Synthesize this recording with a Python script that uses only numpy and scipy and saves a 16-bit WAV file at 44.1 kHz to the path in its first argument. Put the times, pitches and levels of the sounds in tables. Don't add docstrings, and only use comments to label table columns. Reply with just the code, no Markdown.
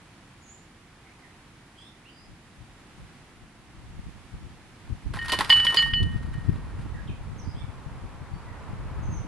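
import sys
import numpy as np
from scipy import signal
from scipy.fft import rfft, irfft
from scipy.io import wavfile
from scipy.ndimage import uniform_filter1d

SR = 44100
rng = np.random.default_rng(int(sys.argv[2]) if len(sys.argv) > 2 else 0)


def file_out(sig):
    cols = np.atleast_2d(sig).T
    lim = np.clip(cols, -1, 1)
    pcm = np.round(lim * 32767).astype(np.int16)
    wavfile.write(sys.argv[1], SR, pcm)


N = 408807
T = np.arange(N) / SR

# (frequency [Hz], relative density [dB])
AIR_COLOUR = [(15, -43), (25, -3), (53, -0.5), (75, -2), (100, 0.5), (164, -0.5), (361, -6), (390, -11.5),
              (481, -13), (625, -15.5), (712, -11.5), (2080, -15), (5930, -28), (10800, -31),
              (13000, -49.5)]
# (frequency [Hz], correlation [ratio])
AIR_LIKENESS = [(60, 0.91), (200, 1), (600, 0.8), (1300, .7), (2700, .3), (5500, 0)]
# (time [s], length [s], nominal first pitch [Hz], nominal last pitch [Hz],
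# relative level [dB])
WHISTLES = [(0.406, 0.07, 7530, 6540, -54), (0.472, 0.082, 6530, 7460, -48), (1.05, .056, 2010, 2390, -54),
            (1.216, .056, 2230, 1870, -51.5), (2.039, .06, 2270, 3170, -50.5),
            (2.093, 0.17, 4820, 5130, -56.5), (6.94, 0.053, 2070, 1675, -45),
            (7.07, 0.034, 4120, 2410, -47), (7.373, 0.054, 7180, 5200, -53),
            (7.438, 0.0795, 4800, 5130, -54.5), (7.61, .03, 2364, 2340, -48),
            (8.322, .056, 4570, 4700, -61), (8.464, .05, 2070, 1920, -46.5), (9.02, 0.057, 6800, 6250, -54),
            (9.095, .1, 6730, 6140, -50.5)]
# (time [s], length [s], relative level [dB])
CALLS = [(1.752, 0.14, -53.5), (7.547, 0.069, -52.5)]
# (multiple of the pitch [ratio], relative level [dB])
CALL_OVERTONES = [(2, 3.5), (3, -9), (5, -13)]
# (time [s], level [dB])
BREEZE_LEVELS = [(3.55, -63), (3.93, -39), (4.31, -50.5), (4.35, -34), (4.79, -68), (4.92, -30.5),
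                 (5.01, -53), (5.05, -33), (5.73, -42), (5.99, -29), (8.36, -42.5), (9.25, -28),
                 (9.27, -37)]
# (time [s], level [dB], left minus right [dB])
PORT_GUSTS = [(2.32, -49, 0), (2.61, -48, 13), (3.02, -41.5, 7), (3.42, -52.5, 16), (6.02, -25, -11),
              (6.49, -26.5, 5.5), (7.11, -32, 1.5), (7.49, -36.5, -15.5), (8.34, -40, 14),
              (8.82, -34, -0.5), (9.12, -25.5, -2)]
# (frequency [Hz], relative density [dB])
BUFFET_COLOUR = [(12, -31.5), (20, -12.5), (43, 1), (87, 1), (149, -4), (316, -18.5), (500, -35),
                 (2000, -63), (8000, -100)]
# (frequency [Hz], relative density [dB])
RATTLE_COLOUR = [(150, 0.5), (500, -7), (1000, 1.5), (1500, 5.5), (2300, -2.5), (4500, -7.5), (6500, -18),
                 (10500, -13.5), (13000, -36.5)]
# (time [s], hollow thud [dB], wooden body [dB], bright crack [dB], crack t60 [s])
FRAME_KNOCKS = [(5.137, -44, -35.5, -51.5, .05), (5.169, -50, -31, -45.5, 0.045),
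                (5.281, -56.5, -37, -35.5, 0.14), (5.320, -31, -23.5, -20, 0.055),
                (5.324, -38.5, -22, -22, .04), (5.332, -31, -21, -25, 0.075), (5.388, -31, -29, -24, 0.048),
                (5.407, -42, -18.5, -25.5, 0.059), (5.447, -55, -37, -30.5, .016),
                (5.495, -44.5, -23.5, -26.5, 0.16), (5.527, -49, -25, -31.5, .12),
                (5.648, -37.5, -27.5, -30, 0.16), (5.724, -42, -28.5, -38, .06),
                (5.744, -35, -23.5, -24.5, 0.062), (5.762, -48, -34, -30.5, .08),
                (5.821, -57, -35, -36.5, 0.14), (5.861, -55, -32.5, -53, .03),
                (6.03, -51, -50, -34.5, 0.025)]
# (frequency [Hz], relative level [dB], t60 [s])
WOOD_MODES = [(698, -22.5, .04), (876, -5, 0.073), (967, -4, 0.062), (1068, -1.5, 0.0675),
              (1210, -24, 0.046), (1293, -7, 0.036), (1867, -4.5, 0.047), (2640, -20, 0.046),
              (3750, -10.5, 0.017), (4750, -11.5, 0.024)]
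# (frequency [Hz], relative density [dB])
THUD_COLOUR = [(100, -16), (310, -1.5), (580, -4), (900, -9.5), (2000, -38)]
# (frequency [Hz], relative density [dB])
CRACK_COLOUR = [(300, -37), (1000, -18), (2000, 2.5), (3200, 4.5), (4700, 3), (6500, -9.5), (9000, -7.5),
                (11000, -6), (13000, -22)]
# (time [s], strength [dB], gain of the lowest mode [dB],
# gain of the modes above the second [dB], ring length re the free ring [ratio])
STEEL_STRIKES = [(5.189, -34.5, 9.5, -13, 0.22), (5.214, -35.5, 13.5, -18, 0.47),
                 (5.296, -27.5, 4.5, -8, 0.49), (5.323, -24.5, -1.5, -17, 0.68),
                 (5.501, -5.5, -6.5, -18, 0.38), (5.523, -8, -16.5, -27.5, 1.1),
                 (5.599, -16.5, -10, -32, 0.9), (5.667, -11, -6, -29, 0.57), (5.770, -12, -7, -11.5, 0.85),
                 (5.788, -12.5, -9.5, -15.5, 0.57), (5.826, -21, 2, -29, 0.83),
                 (5.935, -17.5, -8.5, -27.5, 1.05), (6.337, -59, 16, -15, 2)]
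# (frequency [Hz], relative level [dB], free t60 [s], left minus right [dB])
STEEL_MODES = [(1854, -2.5, 0.8, 1), (2972, 0, 0.44, -2), (4264, 0.5, 0.41, -8), (4797, 4.5, 0.12, -9.5),
               (6850, -17, .4, -3.5), (8640, -34.5, .4, 16)]
# (frequency [Hz], relative density [dB])
CLICK_COLOUR = [(400, -30), (1400, -5), (2200, 2.5), (2650, -12.5), (3150, 11), (3700, -10),
                (4900, -8), (6000, -43), (12000, -60)]
# (frequency [Hz], relative density [dB])
FAR_RUSH_COLOUR = [(150, -12), (400, -2), (720, -4), (930, 0.5), (1250, -4), (2200, -13.5), (4000, -30.5),
                   (9000, -56)]


def undb(db):
    return 10 ** (np.asarray(db) / 20)


def unit(x):
    return x / np.sqrt(np.mean(x ** 2))


def pan(db):
    return undb(np.array([[db], [-db]]) / 2)


def by_hz(points):
    hz, value = np.transpose(points)
    return np.interp(np.log(np.arange(N // 2 + 1) * SR / N + 1), np.log(hz), value)


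def colour(x, points):
    cepstrum = irfft(np.log(unit(undb(by_hz(points)))), N)
    cepstrum[1:N // 2] *= 2
    cepstrum[N // 2:] = 0
    return irfft(rfft(x) * np.exp(rfft(cepstrum)), N)


def walk(rate):
    hold = int(SR / rate)
    steps = np.repeat(rng.standard_normal(N // hold + 1), hold)
    return 1.5 * uniform_filter1d(uniform_filter1d(steps, hold), hold)[:N]


def stereo_noise(width, size=N):
    mid, side = rng.standard_normal((2, size))
    return np.array([mid + width * side, mid - width * side]) / np.hypot(1, width)


def fade(t, t60):
    return np.exp(-np.log(1000) * t / t60)


def add(out, start, sound):
    i = max(int(start * SR), 0)
    out[..., i:i + sound.shape[-1]] += sound[..., :N - i]


def scatter(x, t60):
    t = T[:SR]
    tail = rng.standard_normal((2, SR)) * fade(t, t60) * (1 - np.exp(-t / 0.0057))
    return signal.fftconvolve(x, unit(tail) / np.sqrt(SR), axes=1)[:, :N]


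def open_air(level_db=-52, waver_db=0.6):
    alike = by_hz(AIR_LIKENESS)
    width = np.sqrt((1 - alike) / (1 + alike))
    mid = rng.standard_normal(N)
    side = irfft(rfft(rng.standard_normal(N)) * width, N)
    air = colour(np.array([mid + side, mid - side]), AIR_COLOUR)
    return pan(-1.3) * air / np.std(air.mean(0)) * undb(level_db + waver_db * walk(2.7))


def bird_note(length, first_hz, last_hz, wobble, partials):
    progress = np.linspace(0, 1, int(length * SR))
    hz = (last_hz + (first_hz - last_hz) * (1 - progress) ** 1.7) * wobble[:len(progress)]
    phase = 2 * np.pi * np.cumsum(hz) / SR
    swell = 2 * np.sqrt(progress * (1 - progress))
    return swell * sum(undb(db) * np.sin(multiple * phase) for multiple, db in partials)


def birds(direct_db=-5, woods_db=-1.5, call_glide_hz=(1496, 1810)):
    song = np.zeros((2, N))
    wobble, flutter = 1 + 0.02 * walk(700), unit(undb(3 * walk(130)))
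    for start, length, first_hz, last_hz, db in WHISTLES:
        whistle = bird_note(length, first_hz, last_hz, wobble[int(start * SR):], partials=[(0.98, 0)])
        add(song, start, undb(db) * whistle)
    for start, length, db in CALLS:
        call = bird_note(length, *call_glide_hz, wobble[int(start * SR):], CALL_OVERTONES)
        add(song, start, undb(db) * call)
    song *= flutter
    return pan(-3.4) * (undb(direct_db) * song + undb(woods_db) * scatter(song, t60=0.41))


def wind(start_s=2.15, eddy_db=7, gust_s=0.029):
    power = undb(np.interp(T, *np.transpose(BREEZE_LEVELS))) ** 2 * (T > start_s)
    for peak_s, db, side_db in PORT_GUSTS:
        power = power + (undb(db) * pan(side_db)) ** 2 * np.exp(-((T - peak_s) / gust_s) ** 2)
    eddies = np.array([undb(eddy_db * np.tanh(walk(90) - 1) + 1.6 * walk(14)) for _ in range(2)])
    return np.sqrt(power) * unit(eddies * colour(rng.standard_normal((2, N)), BUFFET_COLOUR))


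def arm_rattle(release_s=5.135, run_up_s=0.18, swing_end_s=5.82, axle_db=-38.5, sway_db=-51.5):
    since_end = np.maximum(T - swing_end_s, 0)
    speed = np.interp(T, [release_s, release_s + run_up_s], [0.26, 1]) * fade(since_end, t60=0.23)
    sway = undb(sway_db) * fade(since_end, t60=6.6)
    power = ((undb(axle_db) * speed) ** 2 + sway ** 2) * (T > release_s)
    for start, _, wood_db, _, _ in FRAME_KNOCKS:
        shake = undb(wood_db - 12) * fade(T[:SR], t60=0.21)
        add(power, start, shake ** 2)
    ticks = unit(stereo_noise(0.2) * undb(2.1 * walk(700) + 3.4 * walk(90)))
    return pan(-1.3) * colour(ticks * np.sqrt(power), RATTLE_COLOUR)


def frame_knocks(thud_gain_db=1.5, attack_s=0.00071):
    body, thuds, cracks, t = np.zeros(N), np.zeros(N), np.zeros((2, N)), T[:SR // 4]
    hz, db, t60 = np.transpose(WOOD_MODES)[:, :, None]
    chance = rng.standard_normal((len(FRAME_KNOCKS), 3, len(WOOD_MODES), 1))
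    for (start, thud_db, wood_db, crack_db, crack_t60), (detune, mix, sign) in zip(FRAME_KNOCKS, chance):
        gains = np.sign(sign) * undb(db + 2 * mix)
        modes = gains * np.sin(2 * np.pi * hz * (1 + 0.03 * detune) * t) * fade(t, t60)
        add(body, start, undb(wood_db) * modes.sum(0) * (1 - np.exp(-t / attack_s)))
        add(thuds, start, undb(thud_db) * rng.standard_normal(len(t)) * fade(t, t60=0.1))
        add(cracks, start, undb(crack_db) * stereo_noise(0.58, size=len(t)) * fade(t, crack_t60))
    splinters = unit(undb(2.2 * walk(900)))
    cracks = colour(cracks * splinters, CRACK_COLOUR)
    return body + undb(thud_gain_db) * colour(thuds, THUD_COLOUR) + pan(-1.5) * cracks


def counterweight(contact_s=0.0007, flight_s=0.11, click_db=-6.5, shiver_db=1.3):
    rings, clicks, t = np.zeros((2, N)), np.zeros((2, N)), T[:SR]
    detunes = 1 + 0.0009 * rng.standard_normal((len(STEEL_STRIKES), len(STEEL_MODES)))
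    ends = [strike[0] for strike in STEEL_STRIKES[1:]] + [T[-1]]
    hanger = fade(np.maximum(t - flight_s, 0), t60=0.498)
    for (start, blow_db, low_db, high_db, ring_share), end, detune in zip(STEEL_STRIKES, ends, detunes):
        attack = 1 - np.exp(-t / contact_s)
        choke = np.exp(-np.maximum(t - (end - start), 0) / contact_s)
        shares = [undb(low_db), hanger] + [undb(high_db) * hanger] * (len(STEEL_MODES) - 2)
        for (hz, db, t60, side_db), share, tuning in zip(STEEL_MODES, shares, detune):
            mode = np.sin(2 * np.pi * hz * (start + t * tuning)) * fade(t, t60 * ring_share)
            add(rings, start, pan(side_db) * undb(db + blow_db) * share * mode * attack * choke)
        add(clicks, start, undb(blow_db + click_db) * stereo_noise(0.2, size=SR) * fade(t, t60=0.035))
    return rings * undb(shiver_db * walk(70)) + colour(clicks, CLICK_COLOUR)


def distant_rush(swell_s=5.67, rise_s=0.3, step_db=8.5, growth_db_per_s=1.75, waver_db=0.9):
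    since = T - swell_s
    swell_db = growth_db_per_s * since + step_db * (np.tanh(since / rise_s) - 1) / 2
    rush = colour(stereo_noise(0.4), FAR_RUSH_COLOUR)
    return rush * undb(-54 + swell_db + waver_db * walk(6.3))


def scene():
    machine = counterweight() + frame_knocks() + arm_rattle()
    reflections = undb(-17) * scatter(machine, t60=0.6)
    return machine + reflections + birds() + wind() + open_air() + distant_rush()


def record(dry, ceiling=0.88, top_hz=12400):
    lowpass = signal.ellip(8, 0.2, 70, top_hz, fs=SR, output="sos")
    return signal.sosfilt(lowpass, np.clip(dry, -ceiling, ceiling))


dry = scene()
out = record(dry)
file_out(out)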